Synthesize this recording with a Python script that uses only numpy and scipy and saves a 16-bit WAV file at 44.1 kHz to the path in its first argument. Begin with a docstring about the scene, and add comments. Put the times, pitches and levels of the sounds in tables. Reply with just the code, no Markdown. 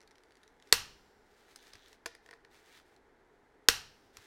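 """A click-type torque wrench tightens two bolts under a motorcycle's handlebar in a quiet workshop.
Its ratchet ticks faintly, then it breaks over with a sharp steel click: decaying modes plus noise bursts.
Gloves hiss on the handle, the loose socket chatters and scrapes on its extension (random stick-slip) and
knocks its way to the next bolt (bursts and a ringing bracket); the wrench breaks over again.
Echoes, room tail and air noise surround it."""
import sys
import numpy as np
from scipy import signal
from scipy.io import wavfile

SR = 44100
rng = np.random.default_rng(int(sys.argv[2]) if len(sys.argv) > 2 else 0)


def generate_wav(signal):
    """Clip the signal to [-1, 1] and save it as 16-bit WAV at the path in sys.argv[1]."""
    frames = np.transpose(np.atleast_2d(signal))
    scaled = np.clip(frames, -1, 1) * 32767
    pcm = np.round(scaled).astype(np.int16)
    wavfile.write(sys.argv[1], SR, pcm)


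N = 188042
HZ = np.fft.rfftfreq(8192, 1 / SR)

# break-overs: (time [s], level [dB], grip [0 = hand round the head, 1 = hand round the shank])
BREAK_OVERS = [(0.7257, 0.000077, 0), (3.6862, 0.0031, 1)]


def amp(db):
    """Decibels to gain."""
    return 10 ** (np.asarray(db) / 20)


def evened(x):
    """Scales to rms 1."""
    return x / np.sqrt(np.mean(x ** 2) + 1e-20)


def decay(t, t60):
    """Exponential decay by 60 dB in t60 seconds."""
    return np.exp(-np.log(1000) * t / t60)


def read(points, hz):
    """Interpolates a spectrum along a log-frequency axis."""
    f, value = np.transpose(points)
    return np.interp(np.log(hz + 1), np.log(f + 1), value)


def add(mix, s, sound):
    """Lays a sound into the mix at time s."""
    part = mix[max(round(s * SR), 0):][:len(sound)]
    part += sound[:len(part)]


def colour(x, db):
    """Minimum-phase filter with the gain db at the frequencies HZ."""
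    log_gain = np.log(amp(np.r_[db, db[-2:0:-1]]))
    taps = np.fft.ifft(np.exp(np.conj(signal.hilbert(log_gain)))).real
    return signal.oaconvolve(x, taps[:len(HZ)])[:len(x)]


def coloured_impulse(db):
    """Impulse response of the gain db at HZ."""
    return colour(signal.unit_impulse(len(HZ)), db)


def ring(modes, rise_s, length_s):
    """Dying sines, neighbours in opposite sign, swelling as the blow spreads through the metal."""
    t = np.arange(int(length_s * SR)) / SR
    sines = np.zeros(len(t))
    for k, (hz, t60, db) in enumerate(modes):
        sines += (-1) ** k * amp(db - 60 * t / t60) * np.sin(2 * np.pi * hz * t)
    return sines * (1 - np.exp(-(t / rise_s) ** 2))


def burst(db, rise_s, t60):
    """A contact excites countless brief overtones: coloured, decaying noise."""
    t = np.arange(len(HZ)) / SR
    grains = rng.choice([-1., 1.], len(t)) * (1 - np.exp(-t / rise_s)) * decay(t, t60)
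    sound = colour(grains, db)
    return sound / np.sort(abs(sound))[-3:].mean()  # mean of the three highest peaks = 1


def strokes(rows, rise_share=0.23, swell_db=3, stop_s=.02, waver_db=2.94, waver_s=0.041):
    """Rubbing strength: each stroke rises, swells as it gains speed and dies away; pressure wavers."""
    t, strength = np.arange(N) / SR, np.zeros(N)
    for start, length, db in rows:
        age = np.maximum(t - start, 0)
        done = np.minimum(age / length, 1)
        rise = np.sqrt(np.minimum(done / rise_share, 1))
        stop = np.exp(-np.maximum(age - length, 0) / stop_s)
        strength += amp(db + swell_db * (done - .5)) * rise * stop
    pressure = np.interp(t / waver_s, np.arange(N), rng.standard_normal(N))
    return strength * amp(waver_db * pressure)


def slips(strength, per_s, spread_db):
    """Tiny, uneven stick-slip releases at random times that follow the strength of the rubbing."""
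    sizes = amp(spread_db * np.minimum(rng.exponential(1, N), 4)) * rng.standard_normal(N)
    return strength * evened(sizes * (rng.random(N) < per_s / SR))


def air(rms_db=-66.5):
    """Steady, dull ventilation noise."""
    # noise spectrum: (frequency [Hz], relative density [dB])
    air_colour = [(12, -26.5), (20, -3), (96, -16), (204, -16), (228, -12.5), (262, -8.5), (310, -10),
                  (422, -4.5), (574, -14.5), (849, -11), (1150, -18.5), (1480, -15), (2080, -19),
                  (2530, -29.5), (11500, -46.5), (16000, -57)]
    return amp(rms_db) * evened(colour(rng.standard_normal(N), read(air_colour, HZ)))


def workshop(x, near_db=-11, near_t60=0.069, near_delay_s=.002, tail_db=-14, tail_delay_s=0.0079):
    """Quick echoes off the motorcycle's parts, then the diffuse tail of the room."""
    # reverberation time: (frequency [Hz], t60 [s])
    room_t60 = [(100, .8), (400, .45), (1500, .4), (5300, .4), (7500, .31), (11000, .26), (16000, .23)]
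    # reverberation colour: (frequency [Hz], level [dB])
    room_colour = [(80, 10), (250, 1.5), (600, -6.5), (1000, -1), (1600, 1.5), (3000, 1.5), (5300, 1.5),
                   (7000, -1.5), (14000, 0.5)]
    t = np.arange(SR) / SR
    near = rng.standard_normal(SR) * (rng.random(SR) < 5000 / SR)  # 5000 echoes/s
    near = near * (t > near_delay_s) * decay(t, near_t60)
    hz, age, z = signal.stft(rng.choice([-1., 1.], SR), SR, nperseg=256)
    z = z * decay(age, read(room_t60, hz)[:, None])
    tail = signal.istft(z, SR, nperseg=256)[1][:SR] * (t > tail_delay_s)
    response = amp(near_db) * near / np.linalg.norm(near) + amp(tail_db) * tail / np.linalg.norm(tail)
    return signal.fftconvolve(x, colour(response, read(room_colour, HZ)))[:N]


def surface_echoes(direct):
    """Nearby hard surfaces throw back delayed, weaker copies of the direct sound."""
    # reflections: (delay [s], level [dB])
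    reflections = [(.003, -25), (.0055, -27.5), (0.0127, -23), (0.0146, -24), (.019, -26)]
    out = np.zeros(N)
    for delay, db in reflections:
        add(out, delay, amp(db) * direct)
    return out


def frame(sing_db=-62, sing_t60=1.8):
    """Frame and handlebar sing on faintly after a break-over: modes so close they form decaying noise."""
    # frame spectrum: (frequency [Hz], level [dB])
    frame_colour = [(40, 7), (100, 9), (300, -8), (900, -3), (2500, -3.5), (5600, -1.5), (6600, -10),
                    (14000, -17)]
    out, t = np.zeros(N), np.arange(SR) / SR
    for s, db, grip in BREAK_OVERS:
        modes = evened(colour(rng.standard_normal(SR), read(frame_colour, HZ)))
        add(out, s, amp(db + sing_db) * decay(t, sing_t60) * modes)
    return out


def bumps():
    """A gloved hand meets the tool: a low puff without ring."""
    # bumps: (time [s], level [dB])
    bump_rows = [(1.743, -59.5), (2.954, -68), (4.176, -59.5)]
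    # bump spectrum: (frequency [Hz], level [dB])
    bump_colour = [(30, -8.5), (60, -8), (100, 4.5), (180, -18), (500, -39.5), (2000, -68)]
    out = np.zeros(N)
    for s, db in bump_rows:
        add(out, s, amp(db) * burst(read(bump_colour, HZ), rise_s=0.0041, t60=0.077))
    return out


def gloves(slide_db=5, rest_db=-83.5):
    """Rubber slides on the handle: slips so many that they merge into a hiss; resting gloves creep a little."""
    # slides: (start [s], length [s], level [dB])
    slide_rows = [(0, 0.692, -88), (.62, 0.1283, -76), (1.23, 0.7194, -71.5), (2.22, 0.1315, -81),
                  (2.5, 0.2878, -68.5), (2.85, .09, -78.5), (4.04, .03, -83.5), (4.13, .13, -67.5)]
    # rubber hiss spectrum: (frequency [Hz], level [dB])
    glove_colour = [(300, -8.5), (1050, -2.5), (1800, 5.5), (2700, -1), (3800, -0.5), (5800, -5),
                    (8500, -9), (12000, -14.5), (15500, -16)]
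    strength = amp(rest_db) + strokes(slide_rows)
    return amp(slide_db) * colour(slips(strength, per_s=13000, spread_db=3.5), read(glove_colour, HZ))


def scrape():
    """The loose socket chatters and scrapes on its extension: separate gritty slips ring its steel."""
    # scrapes: (start [s], length [s], level [dB])
    scrape_rows = [(1.56, 0.08, -69.5), (1.68, 0.1846, -66), (2.68, 0.098, -72.5)]
    # socket modes: (frequency [Hz], t60 [s], level [dB])
    socket_modes = [(1697, 0.0086, -9.5), (3418, 0.004, 0.5), (4138, 0.00367, -2.5), (6100, 0.0038, -7.5),
                    (14900, 0.0044, -18)]
    body = ring(socket_modes, rise_s=.0001, length_s=.05)
    grit = slips(strokes(scrape_rows), per_s=450, spread_db=0.78)
    return signal.oaconvolve(grit, body / np.linalg.norm(body))[:N]


def socket(knock_db=-1, pivot_hz=3500, room_db=-2, clunk_db=3, clunk_per_dullness=1.475,
           clunk_lag_s=0.001237, clunk_room_db=-4):
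    """Loose steel on steel: glancing knocks are bright, square ones dull and ring the bracket more.
    Returns the direct sound and what goes into the room."""
    # socket on its extension and the bolt heads: (time [s], level [dB], brightness [dB/octave])
    knock_rows = [(1.5597, -36, 5), (1.627, -53, 8), (1.669, -49.5, -1), (1.7341, -40, -1),
                  (1.7537, -42, -0.5), (1.8824, -52, 2.5), (1.9293, -46.5, 1), (2.0588, -26, -1.2),
                  (2.0617, -28.5, 2.5), (2.15, -43, 2), (2.261, -49, -1.5), (2.2888, -48, -4.5),
                  (2.3097, -43, -1.5), (2.3286, -48, -6), (2.3357, -46.5, -2.5), (2.4482, -48, -2),
                  (2.7987, -49.5, -4), (2.9633, -54, 0.0), (4.1698, -36, 2.5), (4.1871, -49, -7.5)]
    # knock spectrum: (frequency [Hz], level [dB])
    knock_colour = [(150, -11.5), (450, -7), (1100, 1), (1800, 4.5), (2800, -1.5), (3700, -0.5),
                    (5200, 1.5), (7500, -6.5), (11000, -13), (15500, -25.5)]
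    # bracket that holds the bolts, modes: (frequency [Hz], t60 [s], level [dB])
    bracket_modes = [(340, .04, -27), (466.2, 0.093, -20.5), (677.4, 0.082, -27.5), (1003, 0.0211, -20.5),
                     (1489, 0.059, -26), (1858, .014, -5)]
    # span in which knocks reach the bracket: (start [s], end [s])
    seating = (2.0, 2.5)
    direct, spread = np.zeros(N), np.zeros(N)
    octaves = np.log2(np.maximum(HZ, 1000) / pivot_hz)
    bracket = ring(bracket_modes, rise_s=.0003, length_s=.5)
    for s, db, brightness in knock_rows:
        tone = read(knock_colour, HZ) + brightness * octaves
        knock = amp(db + knock_db) * burst(tone, rise_s=.0003, t60=.012)
        add(direct, s, knock)
        add(spread, s, amp(room_db) * np.std(knock) * evened(coloured_impulse(tone)))
        if seating[0] < s < seating[1]:
            clunk = amp(db + clunk_db - clunk_per_dullness * brightness) * bracket
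            add(direct, s + clunk_lag_s, clunk)
            add(spread, s + clunk_lag_s, amp(clunk_room_db) * clunk)
    return direct, spread


def ratchet(tick_db=-2.4, settle_db=-1.5):
    """The small pawl drops over the teeth and often ticks again as it settles."""
    # ticks: (time [s], level [dB], delay of second tick [s], 0 = none)
    tick_rows = [(.0054, -47.5, 0.0097), (0.0267, -53, 0.0063), (0.0754, -49.5, 0.0029),
                 (.1096, -49.5, 0.0052), (.155, -52, 0.0016), (0.182, -50.5, 0), (.2355, -51, 0),
                 (0.3075, -51.5, 0.0135), (0.3543, -50.5, 0.0154), (0.4322, -48.5, .004),
                 (0.4776, -51.5, 0.00011), (0.5993, -50.5, 0), (0.624, -48.5, 0.00028),
                 (0.6725, -52, 0.0018)]
    # tick spectrum: (frequency [Hz], level [dB])
    tick_colour = [(500, -23.5), (1300, -2.5), (1900, 6.5), (2700, -7.5), (3800, -1), (6000, -5),
                   (8000, -12.5), (11000, -15), (13000, -26), (15500, -38)]
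    out, tone = np.zeros(N), read(tick_colour, HZ)
    for s, db, settle_s in tick_rows:
        add(out, s, amp(db + tick_db) * burst(tone, rise_s=0.00038, t60=0.0084))
        if settle_s > 0:
            second = amp(db + settle_db + tick_db) * burst(tone, rise_s=0.00038, t60=0.0084)
            add(out, s + settle_s, second)
    return out


def break_overs(crack_db=-11, slip_db=-16, slip_lead_s=0.00065, room_db=17):
    """The pawl block slips off its seat, then the head slaps the tube and the whole tool rings.
    Returns the direct sound and what the tool sends into the room."""
    # wrench, socket and the frame they bear on, modes:
    # (frequency [Hz], t60 [s], level in grip 0 [dB], level in grip 1 [dB])
    wrench_modes = [(32, 0.12, -47, -39.5), (79.12, 0.11, -54, -41), (132.45, .25, -60, -61.5),
                    (201, 1.8, -66, -69.5), (307.2, 0.016, -28.5, -20.5), (456, 0.041, -23, -22),
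                    (1080, 0.01, -15, -15), (1300, 0.016, -22.5, -22), (1541.3, 0.026, -24.5, -15),
                    (1780, .014, -16.5, -23), (1947, 0.025, -15.5, -16), (2504.4, 0.011, -23.5, -18),
                    (3174, 0.01, -17.5, -9.5), (3674.4, 0.008, -9, -5), (4445, 0.0073, -0.5, -6),
                    (5359.8, 0.01, -12, -5), (5730, 0.77, -65.5, -76), (6592, .011, -16.5, -8),
                    (7273, 2.5, -79, -103.5), (7828.5, 0.01, -5, -11.5), (9170, 0.008, -23, -28.5),
                    (10234, 0.012, -13, -15.5), (12155, 0.0083, -28, -27.5), (13433, 0.024, -24, -24)]
    # dense, short-lived steel overtones: (frequency [Hz], level [dB])
    crack_colour = [(200, -17.5), (900, -1.5), (2000, -1.5), (4500, -3), (7000, -4.5), (11000, -8.5),
                    (14000, -11.5), (16000, -22)]
    # shading of the room sound by the hands: (frequency [Hz], gain in grip 0 [dB], gain in grip 1 [dB])
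    hand_shading = [(200, 3.5, 0), (700, -3, -0.5), (1148, 0.5, -1.5), (1551, 0, 3), (2274, -3.5, -3.5),
                    (2913, 2.5, 2), (3900, -4.5, -2), (5350, 3, 4), (6600, -0.5, 0)]
    direct, spread, steel = np.zeros(N), np.zeros(N), read(crack_colour, HZ)
    for s, db, grip in BREAK_OVERS:
        modes = [(hz, t60, levels[round(grip)]) for hz, t60, *levels in wrench_modes]
        add(direct, s - slip_lead_s, amp(db + slip_db) * burst(steel, rise_s=.0008, t60=.005))
        add(direct, s, amp(db) * ring(modes, rise_s=0.00025, length_s=0.99))
        add(direct, s, amp(db + crack_db) * burst(steel, rise_s=.0005, t60=.013))
        # over all directions the ring's peaks and dips mostly even out: send a smooth spectrum
        shade = read([(hz, gains[round(grip)]) for hz, *gains in hand_shading], HZ)
        add(spread, s, amp(db + room_db) * coloured_impulse(steel + shade))
    return direct, spread


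def scene(rub_room_db=-2, ring_room_db=-14):
    """Tool and hands in the room, over the air."""
    clicks, clicks_spread = break_overs()
    knocks, knocks_spread = socket()
    rubs = ratchet() + scrape() + gloves()
    direct = clicks + knocks + rubs
    room_send = clicks_spread + knocks_spread + amp(ring_room_db) * clicks + amp(rub_room_db) * rubs
    mix = air() + workshop(room_send) + surface_echoes(direct) + frame() + bumps() + direct
    return mix[None]


def record(dry, edge_hz=16100):
    """Clips at full scale, then limits the band with a linear-phase low-pass."""
    clipped = np.clip(dry, -1, 1)
    low_pass = signal.firwin(255, edge_hz, window=("kaiser", 9), fs=SR)
    return signal.oaconvolve(clipped, low_pass[None], "same")


dry = scene()
out = record(dry)
generate_wav(out)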